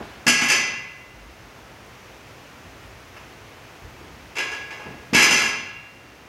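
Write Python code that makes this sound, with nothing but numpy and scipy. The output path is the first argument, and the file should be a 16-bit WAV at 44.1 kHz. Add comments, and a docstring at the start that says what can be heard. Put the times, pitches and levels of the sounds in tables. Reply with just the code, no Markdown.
"""In a bare gym, over a steady hiss of ventilation, a steel trap bar is set down on a lifting platform.
Its rubber bumper plates thud on the mat and chatter on their sleeves, which sets the frame ringing.
The platform bumps under shifting weight; then the lifter jumps, and in the air the plates only jingle.
Shoes land on the wood, and just after five seconds the bar comes down again, bounces and settles."""
import sys
import numpy as np
from scipy import signal
from scipy.fft import rfft, irfft
from scipy.io import wavfile

SR = 44100
rng = np.random.default_rng(int(sys.argv[2]) if len(sys.argv) > 2 else 0)


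def dump(signal):
    """Clip the signal to [-1, 1] and save it as 16-bit WAV at the path in sys.argv[1]."""
    limited = np.clip(np.atleast_2d(signal).T, -1, 1)
    pcm = np.round(limited * 32767).astype(np.int16)
    wavfile.write(sys.argv[1], SR, pcm)


N = 276948
TIME = np.arange(N) / SR

# Jolts that rattle the plates: first drop, tightening grip, jump, second drop. Each row: start in seconds,
# strength in dB, rattle length in seconds, brightness in dB per octave, place (0 one sleeve, 1 the other).
JOLTS = [(0.266, 2, 0.0073, -0.5, 0.27), (0.278, 6, 0.025, 1.5, 0.25), (0.372, -11, 0.039, 0, 0.047),
         (0.413, -2, 0.05, -1, 0.3), (0.485, -3, 0.0093, 2, 0), (0.499, 3, 0.046, 0.5, 0),
         (3.165, -29.5, 0.014, -4, 0.23), (4.354, -20.5, 0.011, -2, 1), (4.365, -13, 0.023, -3.5, 1),
         (4.383, -9.5, 0.03, -2, 1), (4.515, -19, 0.051, -3, 1), (4.706, -22, .04, -5, 1),
         (4.795, -29, 0.053, -7.5, 1), (5.132, -4, .008, -2, 0.8), (5.146, 5, 0.13, -0.5, 1),
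         (5.223, 3, 0.032, 1.5, 0.83), (5.278, -4.5, .04, -3, 1), (5.308, 2.5, 0.049, .5, 0.82),
         (5.370, -4, .11, -0.5, 0.96)]


def steel(hub_db=21.0, frame_db=5.0, pivot_hz=2600, sustain=0.94, aloft_s=(4.35, 5.1)):
    """Modal excitation: the same contacts drive the heavily damped hubs and the lightly damped frame."""
    # Broad resonances of plates and hubs. Each row: centre in Hz, width in Hz, relative level in dB.
    hub_modes = [(404, 186, -7.5), (570, 177, -13), (893, 364, -7), (1086, 64, -5), (1369, 270, -5.5),
                 (1530, 150, -16), (1685, 99, 3), (2165, 356, 1), (2430, 150, 2), (2722, 160, 2.5),
                 (3124, 520, -6.5), (3720, 270, -16), (4977, 720, -4.5), (6130, 290, -5.5),
                 (6960, 350, -5.5), (7940, 320, -14), (8770, 280, -12.5), (9700, 700, -31.5),
                 (11270, 240, -12.5), (11600, 1200, -27.5), (13900, 200, -20.5)]
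    # Modes of the frame. Each row: frequency in Hz, t60 in seconds before scaling by sustain, then
    # relative level in dB when struck at one sleeve, struck at the other, and hanging from the hands.
    frame_modes = [(1071, 1.0, -45, -44, -43), (1315, .8, -42, -41, -43), (1518, .7, -52, -48, -46),
                   (1616, .5, -44, -41, -41), (1648, .5, -40, -42, -37), (1660, .95, -47, -39, -29),
                   (2022, 1.1, -35, -47, -42), (2084, .9, -49, -44, -43), (2138, .8, -37, -39, -38),
                   (2226, .7, -39, -43, -45), (2258, .65, -38, -42, -43), (2333, .6, -47, -45, -45),
                   (2411, .95, -41, -50, -44), (2443, .65, -40, -43, -38), (2662, .55, -34, -39, -37),
                   (2767, 1.4, -46, -42, -49), (2789, .6, -41, -33, -29), (3169, .6, -54, -43, -46),
                   (3225, .6, -57, -42, -43), (3372, .7, -52, -41, -35), (3870, .6, -51, -46, -39),
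                   (4054, .6, -57, -38, -41), (4141, .55, -45, -41, -42), (4635, .65, -42, -50, -47),
                   (4802, .5, -44, -44, -45), (5098, .75, -45, -45, -43), (5193, .48, -38, -39, -41),
                   (6041, .55, -33, -34, -39), (6891, .5, -39, -40, -39), (8680, .45, -46, -49, -47),
                   (11230, .4, -46, -44, -47)]
    times, sizes = chatter()
    start, _, _, brightness, place = np.transpose(JOLTS)[:, :, None]
    aloft = (start > aloft_s[0]) & (start < aloft_s[1])

    def drive(hz, db):
        """Harder contacts favour higher modes; each meets a mode with a random sign."""
        tilt_db = brightness * np.clip(np.log2(hz / pivot_hz), -1.6, 2)
        signs = np.sign(rng.standard_normal(sizes.shape))
        return click_train(times, sizes * from_db(db + tilt_db) * signs)

    clank = sum(band(drive(hz, db), hz - width / 2, hz + width / 2) for hz, width, db in hub_modes)
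    rings = np.zeros(N)
    for hz, t60, one_db, other_db, hanging_db in frame_modes:
        mode_db = np.where(aloft, hanging_db, one_db + place * (other_db - one_db))
        rings += long_ring(drive(hz, mode_db), hz, sustain * t60)
    return from_db(hub_db) * clank, from_db(frame_db) * rings


def chatter(knock_count=10, contact_count=16, rock_s=0.0155, knock_s=0.013, uneven_db=1.5):
    """Repeated impact: a jolted plate rocks and knocks, each knock a short run of uneven contacts."""
    start, db, length, _, _ = np.transpose(JOLTS)[:, :, None]
    knock, contact = np.divmod(np.arange(knock_count * contact_count), contact_count)
    along = (contact + rng.random((len(JOLTS), len(knock)))) / contact_count
    sizes = from_db(uneven_db * rng.standard_normal(along.shape) - 4 * along)   # 4 dB fade in a knock
    runs = sizes.reshape(len(JOLTS), knock_count, -1)
    unit_knocks = (runs / np.linalg.norm(runs, axis=2, keepdims=True)).reshape(along.shape)
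    age = knock * rock_s
    fade_db = 12 * (age / length) ** 2   # the rattle holds, then dies away
    return start + age + knock_s * along, unit_knocks * from_db(db - fade_db)


def long_ring(clicks, hz, t60):
    """Energy summation: each contact adds to the energy of a lightly damped mode and shifts its phase."""
    r = np.exp(-np.log(1000) / (t60 * SR))
    swing = signal.lfilter([1], [1, -r * np.exp(2j * np.pi * hz / SR)], clicks + 1e-18)
    energy = signal.lfilter([1], [1, -r * r], clicks ** 2 + 1e-18)
    return np.sqrt(energy) * swing.real / (np.abs(swing) + 1e-30)


def thuds(contact_s=0.0014, radiates_hz=110):
    """Compliant impact: rubber spreads each landing into a soft push that excites low modes."""
    # Rubber rims meeting the mat. Each row: start in seconds, strength in dB.
    landings = [(0.264, -10.5), (0.276, -3), (0.420, -7), (5.128, -4.5), (5.147, 1.5), (5.245, -12),
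                (5.313, -10), (5.386, -18)]
    # Modes of the plates on the platform. Each row: frequency in Hz, t60 in seconds, gain in dB.
    platform_modes = [(60, .25, -29.5), (114, 0.12, -43), (185, 0.076, -41), (238.7, 0.17, -13.5),
                      (281, 0.059, -13), (367, 0.024, -27), (467, 0.042, -17)]
    start, db = np.transpose(landings)
    age = TIME[:SR // 20] / contact_s
    push = age * np.exp(-np.pi * age ** 2)
    force = signal.fftconvolve(click_train(start, from_db(db)), push / push.sum())[:N]
    motion = sum(from_db(mode_db) * ring(force, hz, t60) for hz, t60, mode_db in platform_modes)
    return band(motion, radiates_hz, 1800)   # slow motion radiates poorly


def ring(force, hz, t60):
    """Damped oscillator: a unit impulse starts a decaying sine of height 1."""
    r, w = np.exp(-np.log(1000) / (t60 * SR)), 2 * np.pi * hz / SR
    return signal.lfilter([0, np.sin(w)], [1, -2 * r * np.cos(w), r * r], force + 1e-18)


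def steps(rise_s=0.0031, lowest_hz=48):
    """Transient loading: soles press dull bursts from the boards, lower when weight only shifts."""
    # Shoes on the wood. Each row: start in seconds, level in dB, decay time in seconds, upper edge in Hz.
    footfalls = [(0.001, -29, 0.025, 740), (0.02, -43.5, 0.16, 2500), (1.062, -46.5, 0.31, 71),
                 (2.65, -36.5, 0.039, 92), (2.71, -46.5, 0.19, 90), (3.148, -45, 0.052, 900),
                 (3.819, -41, 0.11, 86), (4.004, -36.5, 0.034, 350), (4.853, -34.5, 0.06, 600),
                 (4.87, -45.5, 0.22, 222)]
    out = np.zeros(N)
    for start, db, decay_s, edge_hz in footfalls:
        age = np.maximum(TIME - start, 0)
        envelope = (1 - np.exp(-age / rise_s)) * np.exp(-age / decay_s)
        rumble = band(rng.standard_normal(N), lowest_hz, edge_hz)
        out += from_db(db) * rumble / rumble.std() * envelope
    return out


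def gym(x, build_s=0.00084):
    """Reverberation: dense reflections build up quickly and die soonest in the high treble."""
    # Decay of the room. Each row: frequency in Hz, t60 in seconds.
    decay_times = [(80, 2.5), (250, 0.79), (1000, 0.87), (2500, 0.92), (5000, 0.64), (12000, 0.34)]
    age = TIME[:SR + SR // 2]
    white = rfft(rng.standard_normal(len(age)))
    hz = np.fft.rfftfreq(len(age), 1 / SR)
    edges_hz = np.geomspace(30, 17000, 15)
    tail = np.zeros(len(age))
    for low, high in zip(edges_hz, edges_hz[1:]):
        t60 = at_hz(decay_times, np.sqrt(low * high))
        tail += irfft(white * (hz >= low) * (hz < high), len(age)) * np.exp(-np.log(1000) * age / t60)
    tail *= 1 - np.exp(-age / build_s)
    return signal.fftconvolve(x, tail / np.linalg.norm(tail))[:N]


def ventilation(rms_db=-44.5):
    """Flow noise: moving air makes a steady broadband rush, strongest in the bass."""
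    # Spectrum of the air. Each row: frequency in Hz, relative spectral density in dB.
    air_spectrum = [(25, -34), (52, 0), (85, -3.5), (125, 1.5), (160, -6), (260, -4), (800, -7),
                    (2600, -11), (3200, -15.5), (4000, -19.5), (6200, -20.5), (8000, -29), (10000, -30.5),
                    (15500, -32)]
    gains = from_db(at_hz(air_spectrum, np.fft.rfftfreq(N, 1 / SR)))
    air = irfft(rfft(rng.standard_normal(N)) * gains, N)
    return air / air.std() * from_db(rms_db)


def from_db(db):
    """Decibels to amplitude ratio."""
    return 10 ** (np.asarray(db) / 20)


def at_hz(points, hz):
    """Interpolation on a log-frequency axis."""
    f, value = np.transpose(points)
    return np.interp(np.log(np.maximum(hz, 1)), np.log(f), value)


def band(x, low_hz, high_hz):
    """Causal band-pass filter."""
    return signal.sosfilt(signal.butter(2, [low_hz, high_hz], "band", fs=SR, output="sos"), x + 1e-18)


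def click_train(times, sizes):
    """Impulses of given sizes at given times."""
    at = np.clip(np.ravel(times) * SR, 0, N - 1).astype(int)
    return np.bincount(at, np.ravel(sizes), N)


def gain_control(x, threshold_db=-20.0, squeeze=0.36, attack_s=0.013, release_db_per_s=2.15):
    """Compression: loud sound turns the gain down a little; it creeps back afterwards."""
    r = np.exp(-1 / (attack_s * SR))
    level_db = 10 * np.log10(signal.lfilter([1 - r], [1, -r], x ** 2) + 1e-12)
    cut_db = squeeze * np.maximum(level_db - threshold_db, 0)
    recovered_db = release_db_per_s * TIME
    return x * from_db(recovered_db - np.maximum.accumulate(cut_db + recovered_db, axis=-1))


def scene(ring_room_db=-10.0, thud_room_db=-5.0, step_room_db=-8.0):
    """Superposition: bar, platform and shoes, each with its share of the room, over the ventilation."""
    clank, rings = steel()
    thud, shoes = thuds(), steps()
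    into_room = (clank + from_db(ring_room_db) * rings
                 + from_db(thud_room_db) * thud + from_db(step_room_db) * shoes)
    return (clank + rings + thud + shoes + gym(into_room) + ventilation())[None]


def record(dry, bass_cut_hz=46, top_cut_hz=15800):
    """Compression and saturation soften the drops; band limiting removes the deep bass and the top."""
    rounded = np.tanh(gain_control(dry))
    thin = signal.sosfilt(signal.butter(4, bass_cut_hz, "high", fs=SR, output="sos"), rounded)
    return signal.sosfilt(signal.ellip(10, .1, 80, top_cut_hz, fs=SR, output="sos"), thin)


dry = scene()
out = record(dry)
dump(out)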